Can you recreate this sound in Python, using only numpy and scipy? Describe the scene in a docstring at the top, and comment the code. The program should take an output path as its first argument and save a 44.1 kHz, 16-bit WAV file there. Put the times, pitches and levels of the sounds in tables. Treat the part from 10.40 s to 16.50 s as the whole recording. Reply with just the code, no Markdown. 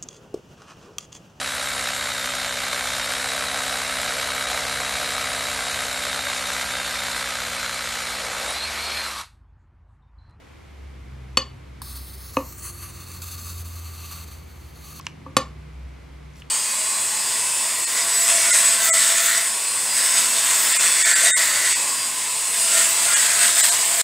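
"""A quiet room at a two-port microphone: rumble, air noise and a hum through the walls (wavering partials).
A wand's slide clacks (contacts ringing modes) and a falling drone, perhaps an aircraft, joins the hum.
A button ticks and an arc lighter is lowered into a candle jar: jumping plasma noise that sputters,
combed by echoes off glass and wax, with ringing jar air; the wand knocks the jar early on.
The arc stops amid ticks and a finger rustle; a faint knock, a second clack and last ticks follow."""
import sys
import numpy as np
from scipy import signal
from scipy.fft import rfft, irfft, next_fast_len
from scipy.io import wavfile
from scipy.ndimage import uniform_filter1d, map_coordinates

SR = 44100
rng = np.random.default_rng(int(sys.argv[2]) if len(sys.argv) > 2 else 0)


def to_wav(sig):
    """Store sig (one row per channel, or 1-D mono) as 16-bit WAV at the path in sys.argv[1].

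    Samples outside -1..1 are clipped; the rate is SR.
    """
    pcm = np.clip(np.atleast_2d(sig), -1, 1) * 32767
    pcm = np.round(pcm).astype(np.int16)
    wavfile.write(sys.argv[1], SR, pcm.T)  # frames by channels


N = 269010
T = np.arange(N) / SR
OPPOSITE = np.array([[1], [-1]])  # opposite sign at the two ports


def undb(db):
    """Amplitude ratio of a level in dB."""
    return 10 ** (np.asarray(db) / 20)


def curves(table):
    """Columns of a table, joined by straight lines in time."""
    time_s, *columns = np.transpose(table)
    return [np.interp(T, time_s, column) for column in columns]


def unit(x):
    """Scale to rms 1."""
    return x / np.sqrt(np.mean(x ** 2))


def noise(points):
    """Noise of rms 1, its spectrum drawn through (Hz, dB) points on a log frequency axis."""
    size = next_fast_len(N)
    hz, db = np.transpose(points)
    bin_hz = np.maximum(np.arange(size // 2 + 1), 1) * SR / size
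    gain = undb(np.interp(np.log(bin_hz), np.log(hz), db))
    return unit(irfft(rfft(rng.standard_normal(size)) * gain, size)[:N])


def band(x, hz, width_hz):
    """Resonance with gain 1 at the centre."""
    b, a = signal.iirpeak(min(hz, .45 * SR), hz / width_hz, SR)
    return signal.lfilter(b, a, x)


def butter(x, order, hz, kind):
    """Butterworth filter."""
    return signal.sosfilt(signal.butter(order, hz, btype=kind, fs=SR, output="sos"), x)


def walk(rate_hz, slew):
    """Random levels, one per 1 / rate_hz, joined over the share slew of that time."""
    hold = int(SR / rate_hz)
    steps = np.repeat(rng.standard_normal(N // hold + 1), hold)
    return uniform_filter1d(steps, int(hold * slew) + 1)[:N]


def delayed(x, ms):
    """Delay by a fractional, possibly moving time."""
    return map_coordinates(x, [np.arange(N) - ms * SR / 1000], order=3)


def after(start_s, decay_s):
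    """Sudden rise, exponential fall."""
    return (T >= start_s) * np.exp(-np.maximum(T - start_s, 0) / decay_s)


def swell(start_s, length_s):
    """Half-sine rise and fall."""
    return np.sin(np.pi * np.clip((T - start_s) / length_s, 0, 1))


def ports(x, lead_ms, lean_db):
    """A source to one side reaches the left port lead_ms early; lean_db makes its treble louder there."""
    lean = (undb(lean_db) - 1) * band(x, 4900, 6000)
    return np.array([delayed(x + lean, -lead_ms / 2), delayed(x - lean, lead_ms / 2)])


# rumble: (time [s], level [dB])
ROOM_LEVEL = [(0, -56), (.45, -52.5), (.71, -47), (1.7, -48), (4.4, -50), (4.75, -44.5), (5.5, -51)]
# spectra of rumble, air noise, and the air noise unlike at the ports: (frequency [Hz], relative level [dB])
RUMBLE_SPECTRUM = [(25, -69.5), (45, -12), (70, 10.5), (110, 1), (160, 1), (250, -4), (400, -11),
                   (800, -56)]
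AIR_SPECTRUM = [(120, 2), (200, -19), (254, -8), (529, -10), (569, -12), (1120, -12), (1840, -15.5),
                (2090, -11), (2560, -16.5), (12800, -37), (16000, -58)]
AIR_SIDE_SPECTRUM = [(88, -30), (150, -0.5), (361, 0), (601, -6.5), (1040, -10.5), (1450, -11),
                     (2870, -20.5), (10200, -30.5), (12900, -39), (16000, -40.5)]
AIR_DB = -49.5
RUMBLE_SIDE_DB, AIR_SIDE_DB = -22, -4  # against the part alike at both ports


def room_tone():
    """Rumble nearly alike at both ports, air noise partly unlike."""
    rumble_db, = curves(ROOM_LEVEL)
    rumble = noise(RUMBLE_SPECTRUM) + undb(RUMBLE_SIDE_DB) * noise(RUMBLE_SPECTRUM) * OPPOSITE
    air = noise(AIR_SPECTRUM) + undb(AIR_SIDE_DB) * noise(AIR_SIDE_SPECTRUM) * OPPOSITE
    return undb(rumble_db) * rumble + undb(AIR_DB) * air


WAVER_DB = 1.5


def tones(pitch, gains, multiples):
    """Partials of one slowly moving pitch, each wavering a little in level."""
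    phase = 2 * np.pi * np.cumsum(curves(pitch)[0]) / SR
    total = 0
    for multiple, gain in zip(multiples, gains):
        waver = undb(WAVER_DB * walk(12, 1))
        total = total + np.sqrt(2) * gain * waver * np.sin(multiple * phase)
    return total


# pitch of hum and drone: (time [s], frequency [Hz])
HUM_PITCH = [(0, 72), (.3, 69.5), (.52, 68), (.62, 64.7), (6.1, 64.1)]
DRONE_PITCH = [(1, 102), (1.5, 96), (2, 90.8), (3, 85.5), (4, 80), (4.5, 77.6), (5, 76.4), (6.1, 74)]
# partials of hum and drone: (time [s], level [dB], octave level [dB])
HUM_LEVEL = [(0, -61, -75), (.4, -41, -62), (.75, -37, -46.5), (1.2, -44.5, -48), (1.55, -36, -53.5),
             (2.05, -44, -53.5), (2.5, -48, -50.5), (2.8, -54, -56), (3.2, -48, -62), (3.55, -58, -65),
             (4, -43.5, -54), (4.5, -49, -66), (4.8, -65, -53), (5.1, -39.5, -65), (5.5, -38, -53),
             (6.1, -48, -70)]
DRONE_LEVEL = [(1, -66, -82), (1.7, -49, -68), (2.2, -49, -61), (2.7, -42, -56), (3.3, -35.5, -60.5),
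               (3.85, -40.5, -53), (4.15, -45, -65), (4.5, -53.5, -49), (5.3, -54, -46.5),
               (5.6, -56, -56.5), (5.85, -67, -48), (6.1, -65, -53.5)]
# faint upper tone of the drone, sounding for a moment
WHINE_S, WHINE_LENGTH_S, WHINE_DB, WHINE_MULTIPLE = 2.05, 0.66, -56.5, 3.92


def outdoors():
    """Steady hum and falling drone with their octaves, alike at both ports."""
    whine = undb(WHINE_DB) * np.maximum(swell(WHINE_S, WHINE_LENGTH_S), 0) ** .5
    hum = tones(HUM_PITCH, undb(curves(HUM_LEVEL)), (1, 2))
    drone = tones(DRONE_PITCH, [*undb(curves(DRONE_LEVEL)), whine], (1, 2, WHINE_MULTIPLE))
    return hum + drone


TAIL_T60_S, TAIL_HZ = 0.23, 3310


def tail(x):
    """Short diffuse reflections, duller than the source, their treble unlike at the ports."""
    t = T[:SR // 3]
    mid, side = rng.standard_normal((2, len(t))) * 1000. ** (-t / TAIL_T60_S) * (t > .003)
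    side = 0.093 * butter(side, 2, 1500, "high")
    decay = butter(np.array([mid + side, mid - side]), 1, TAIL_HZ, "low")
    decay = decay / np.sqrt(np.sum(decay ** 2) / 2)
    return signal.fftconvolve(x, decay, axes=1)[:, :N]


WALL_MS, WALL_PORT_MS = 44, 0.034
WALL_DB, WALL_HZ, WALL_WIDTH_HZ = -16.5, 4600, 500


def wall_echo(x):
    """One narrow-band echo, slightly later at the second port."""
    echo = [delayed(band(port, WALL_HZ, WALL_WIDTH_HZ), WALL_MS + k * WALL_PORT_MS) for k, port in enumerate(x)]
    return undb(WALL_DB) * np.array(echo)


def blows(events, modes_hz, modes):
    """A short rattle of contacts: a dry crack, and ringing modes of which the low ones build up late."""
    out, t = np.zeros(N), T[:SR // 3]
    hz = np.array(modes_hz)[:, None]
    db, t60_s = np.transpose(modes)[:, :, None]
    sign = (-1) ** np.arange(len(hz))[:, None]
    for start_s, peak_db, low_db, tilt_db, ping_db, rattle_s, crack_db, grip in events:
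        colour_db = np.where(hz < 700, low_db, tilt_db * np.maximum(np.log2(hz / 1100), 0))
        ping = ping_db * np.exp(-(np.log2(hz / 4000) / 0.77) ** 2)
        gain = sign * undb(db + colour_db + ping)
        build_up = 1 - np.exp(-t * hz / 0.56)
        decay = 1000. ** (-t / (grip * t60_s))
        ring = np.sum(gain * build_up * np.sin(2 * np.pi * hz * t) * decay, axis=0)

        contacts = rng.standard_normal(len(t)) * np.exp(-t / rattle_s) * (1 - np.exp(-t / 0.00061))
        crack = band(band(contacts, 2900, 4000), 3993, 9000) + 0.38 * band(contacts, 980, 900)
        # one clean impulse, then the rattle
        sound = signal.fftconvolve(ring, 0.03 * contacts + (t == 0))[:len(t)]
        sound = sound / np.max(np.abs(sound)) + undb(crack_db) * crack / np.max(np.abs(crack))
        i = int(start_s * SR)
        out[i:i + len(t)] += undb(peak_db) * sound / np.max(np.abs(sound))
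    return out


# blows on the jar: (time [s], peak before the ports [dB], low modes [dB], tilt of high modes [dB/octave],
# modes near 4 kHz [dB], rattle decay [s], crack against ring [dB], grip [share of free ring time])
JAR_KNOCKS = [(1.9686, -6, -1, -2.5, 0, 0.00049, -14.5, 0.57), (4.8625, -26.5, -3, -11, 0, 0.0034, -29, 1)]
# modes of the wax-filled jar on its table: [Hz]
JAR_MODES_HZ = [100, 250, 284, 450, 526, 720, 900, 1100, 1170, 1750, 2150, 2560, 2900, 4500, 6300]
# the same modes: (relative level [dB], free t60 [s])
JAR_MODES = [(-17, 0.15), (-3, 0.058), (-0.5, 0.052), (-12, 0.022), (-5, 0.07), (-20, 0.038), (-8, 0.046),
             (5, 0.02), (2.5, 0.032), (-18.5, 0.036), (-18, 0.036), (-14.5, 0.056), (-12, 0.02),
             (-33, 0.02), (-23, 0.1)]


def jar_knocks():
    """The wand strikes the jar and excites its modes."""
    return ports(blows(JAR_KNOCKS, JAR_MODES_HZ, JAR_MODES), 0.021, .3)


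# clacks of the slide, columns as for the knocks
SLIDE_CLACKS = [(0.9717, -0.5, -4.5, -0.5, 5, 0.0057, -13.5, 0.73),
                (4.9667, -1, -5.5, -1, -11, 0.0053, -4, 0.74)]
# modes of wand and table top: [Hz]
WAND_MODES_HZ = [107, 241, 402, 524, 807, 1083, 1160, 1420, 1765, 2080, 2543, 2942, 3233, 3515, 4340, 4477,
                 4612, 5150, 6325, 6700, 7500, 8560, 9052, 11100]
# the same modes: (relative level [dB], free t60 [s])
WAND_MODES = [(-12.5, 0.098), (-2, 0.061), (-11.5, 0.049), (-4, 0.063), (-9, 0.024), (1, 0.028), (3, 0.025),
              (-16.5, 0.07), (-12.5, 0.05), (-13.5, 0.034), (-8, 0.042), (-5.5, 0.069), (-4, 0.021),
              (-3, 0.017), (-12, 0.031), (-3, 0.11), (-12, 0.071), (-12.5, 0.033), (-18.5, 0.16),
              (-14.5, 0.05), (-7, 0.045), (-18, 0.0673), (-17.5, 0.051), (-14.5, 0.064)]


def slide_clacks():
    """The slide hits its stop and excites wand and table top."""
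    return ports(blows(SLIDE_CLACKS, WAND_MODES_HZ, WAND_MODES), 0.025, 0.47)


# ticks: (time [s], peak before the ports [dB], low and high resonance against the middle one,
# before scaling by frequency and decay [dB])
BUTTON_TICKS = [(1.4172, -27.5, 16, 0), (4.597, -30.5, 12, 0), (4.611, -34, -10, 12),
                (4.6667, -15, -9, -4.5), (4.715, -49, -10, 14), (5.936, -49, -10, 10), (5.958, -43, -10, 1),
                (6.0201, -31, -22, -17)]
# resonances of the button: (frequency [Hz], burst decay [s])
BUTTON_MODES = [(1130, 0.0027), (2720, 0.0027), (5700, 0.0013)]


def button_ticks():
    """Tiny noise bursts ring the button's broad resonances."""
    out = 0
    for start_s, peak_db, low_db, high_db in BUTTON_TICKS:
        snap = rng.standard_normal(N)
        burst = 0
        for (hz, decay_s), db in zip(BUTTON_MODES, (low_db, 0, high_db)):
            ring = band(band(snap * after(start_s, decay_s), hz, 0.22 * hz), hz, 0.66 * hz)
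            burst = burst + undb(db) / np.sqrt(hz * decay_s) * ring
        out = out + undb(peak_db) * burst / np.max(np.abs(burst))
    return out


# fingers on the wand: (time [s], length [s], level before flicker and swell [dB], centre [Hz])
FINGER_RUSTLES = [(4.592, 0.13, -54.5, 3200), (5.938, 0.1, -56, 6000)]


def finger_rustles():
    """Sliding skin: flickering band noise that swells and fades."""
    out = 0
    for start_s, length_s, db, hz in FINGER_RUSTLES:
        flicker = undb(3.3 * walk(180, .5))
        skin = unit(band(rng.standard_normal(N), hz, 1.9 * hz))
        out = out + undb(db) * swell(start_s, length_s) * flicker * skin
    return out


def places(table):
    """Each row holds until the next travel begins, then glides there."""
    rows = [table[0][:1] + table[0][2:]]
    for old, new in zip(table, table[1:]):
        arrive_s, travel_s = new[:2]
        rows += [(arrive_s - travel_s,) + old[2:], (arrive_s,) + new[2:]]
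    return curves(rows)


ARC_ON_S, ARC_OFF_S = 1.4180, 4.5975
# arc before jumps, falters and sputters: (time [s], level [dB])
ARC_LEVEL = [(1.42, -45), (1.52, -45.5), (1.85, -48.5), (1.96, -47), (2.05, -50.5), (2.16, -51),
             (2.26, -44.5), (2.36, -49), (2.44, -42.5), (2.53, -48), (2.68, -49), (2.86, -44), (3.2, -48),
             (3.3, -48.5), (3.62, -45), (3.72, -40.5), (3.82, -46.5), (3.92, -47.5), (4.03, -59),
             (4.31, -59), (4.5, -46.5), (4.59, -44.5)]
# colour as the tip sinks: (time [s], treble against the level [dB], jar air against it [dB])
ARC_TINT = [(1.42, 3.5, -11.5), (1.52, 4, -6.5), (1.68, 3, -14), (1.9, 4, -7), (2.1, 6, -10), (2.3, 7.5, 0),
            (2.5, 0.5, -5.5), (3.1, 5.5, -3.5), (3.7, -0.5, -8), (4.3, 2.5, -5.5), (4.6, 1, -8)]
# plasma spectrum: (frequency [Hz], relative level [dB])
PLASMA_SPECTRUM = [(300, -17), (800, -11), (2000, -3), (4000, 1), (7000, -3.5), (9000, -0.5), (12000, 0.5),
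                   (16000, -1)]
# brief dips: (time [s], fall [dB])
ARC_FALTERS = [(2.32, 5.5), (2.809, 10), (3.24, 6), (3.86, 6.5)]
FALTER_S = .012
# sudden rises: (time [s], rise [dB], decay [s])
ARC_SPUTTERS = [(1.417, 15, 0.0052), (2.125, 7.5, 0.0038), (2.716, 11.5, 0.0033), (2.819, 9, 0.0067)]
# places of the tip: (arrival [s], travel [s], then four echoes off rim, glass and wax: delay [ms], share)
TIP_ECHOES = [(1.42, 0, .218, .93, .35, -.2, .645, .4, .775, .35),
              (2.05, .3, .16, .93, .3, .15, .535, -.25, .75, 0),
              (2.26, .2, .115, .9, .365, -.15, .62, .25, .75, 0),
              (2.4, .12, .097, .9, .415, -.25, .47, .4, .8, .05),
              (2.54, .07, .13, .35, .35, -.3, .485, .3, .828, .4),
              (2.83, .07, .278, .3, .375, -.15, .548, -.22, .813, .5),
              (3.4, .1, .193, -.35, .382, -.33, .572, -.36, .81, .1),
              (4.35, .2, .3, .25, .392, -.3, .576, -.36, .81, 0)]
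PORT_MS = .01  # echo lag between the ports
# air modes of the jar: (frequency [Hz], width [Hz], level before scaling by width [dB])
JAR_AIR_MODES = [(1166, 99, 11), (2600, 130, -4), (4396, 200, 3.5), (6305, 280, 1.5), (7130, 800, -0.5),
                 (9700, 110, -19)]
CROSS_HZ, CROSS_WIDTH_HZ, CROSS_DB = 1400, 58, 6.5  # crosswise air mode
SCATTER_HZ, SCATTER_DB = 10900, -0.5


def arc_level_db():
    """The level jumps as the plasma channel wanders, falters and sputters."""
    db, = curves(ARC_LEVEL)
    db = db + 1.68 * walk(45, 0.084)
    for time_s, fall_db in ARC_FALTERS:
        db = db - fall_db * np.exp(-((T - time_s) / FALTER_S) ** 2)
    for time_s, rise_db, decay_s in ARC_SPUTTERS:
        db = db + rise_db * after(time_s, decay_s)
    return db


def arc():
    """Plasma noise combed by echoes of the moving tip, exciting the jar's air modes."""
    treble_db, jar_db = curves(ARC_TINT)
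    plasma = noise(PLASMA_SPECTRUM)
    low = butter(plasma, 2, 9200, "low")
    burning = (T >= ARC_ON_S) & (T < ARC_OFF_S)
    hiss = (low + undb(treble_db) * (plasma - low)) * undb(arc_level_db()) * burning

    paths = places(TIP_ECHOES)
    delays_ms, shares = paths[::2], paths[1::2]
    # the level is that of direct sound and echoes together
    hiss = 1.073 * hiss / np.sqrt(1 + sum(share ** 2 for share in shares))

    jar = sum(undb(db) * band(hiss, hz, width_hz) * np.sqrt(4000 / width_hz) for hz, width_hz, db in JAR_AIR_MODES)
    direct = hiss + undb(jar_db) * jar
    # echoes arrive from the side, so one port hears them later
    both = np.array([direct + sum(share * delayed(hiss, ms + side * PORT_MS) for ms, share in zip(delays_ms, shares))
                     for side in (-.5, .5)])

    # the shortest waves scatter round the jar; they and the crosswise mode differ between the ports
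    scatter = butter(delayed(hiss, 1.7), 6, SCATTER_HZ, "high")
    cross = band(hiss, CROSS_HZ, CROSS_WIDTH_HZ)
    return both + (undb(SCATTER_DB) * scatter + undb(CROSS_DB) * cross) * OPPOSITE


HAND_TAIL_DB, TICK_TAIL_DB, ARC_TAIL_DB = -14, -19, -24  # tail against its source


def scene():
    """Sum of background, handling, arc and their reflections."""
    clack = slide_clacks() + jar_knocks()
    tick = ports(button_ticks() + finger_rustles(), -0.026, .1)
    hiss = arc()
    room = tail(undb(HAND_TAIL_DB) * clack + undb(TICK_TAIL_DB) * tick + undb(ARC_TAIL_DB) * hiss)
    return room_tone() + outdoors() + room + wall_echo(clack) + clack + tick + hiss


BASS_HZ, TOP_HZ = 44, 15900


def record(dry):
    """The microphone loses the deepest bass; the recorder cuts the top."""
    thin = butter(dry, 2, BASS_HZ, "high")
    return signal.sosfilt(signal.ellip(8, .2, 70, TOP_HZ, fs=SR, output="sos"), thin)


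dry = scene()
out = record(dry)
to_wav(out)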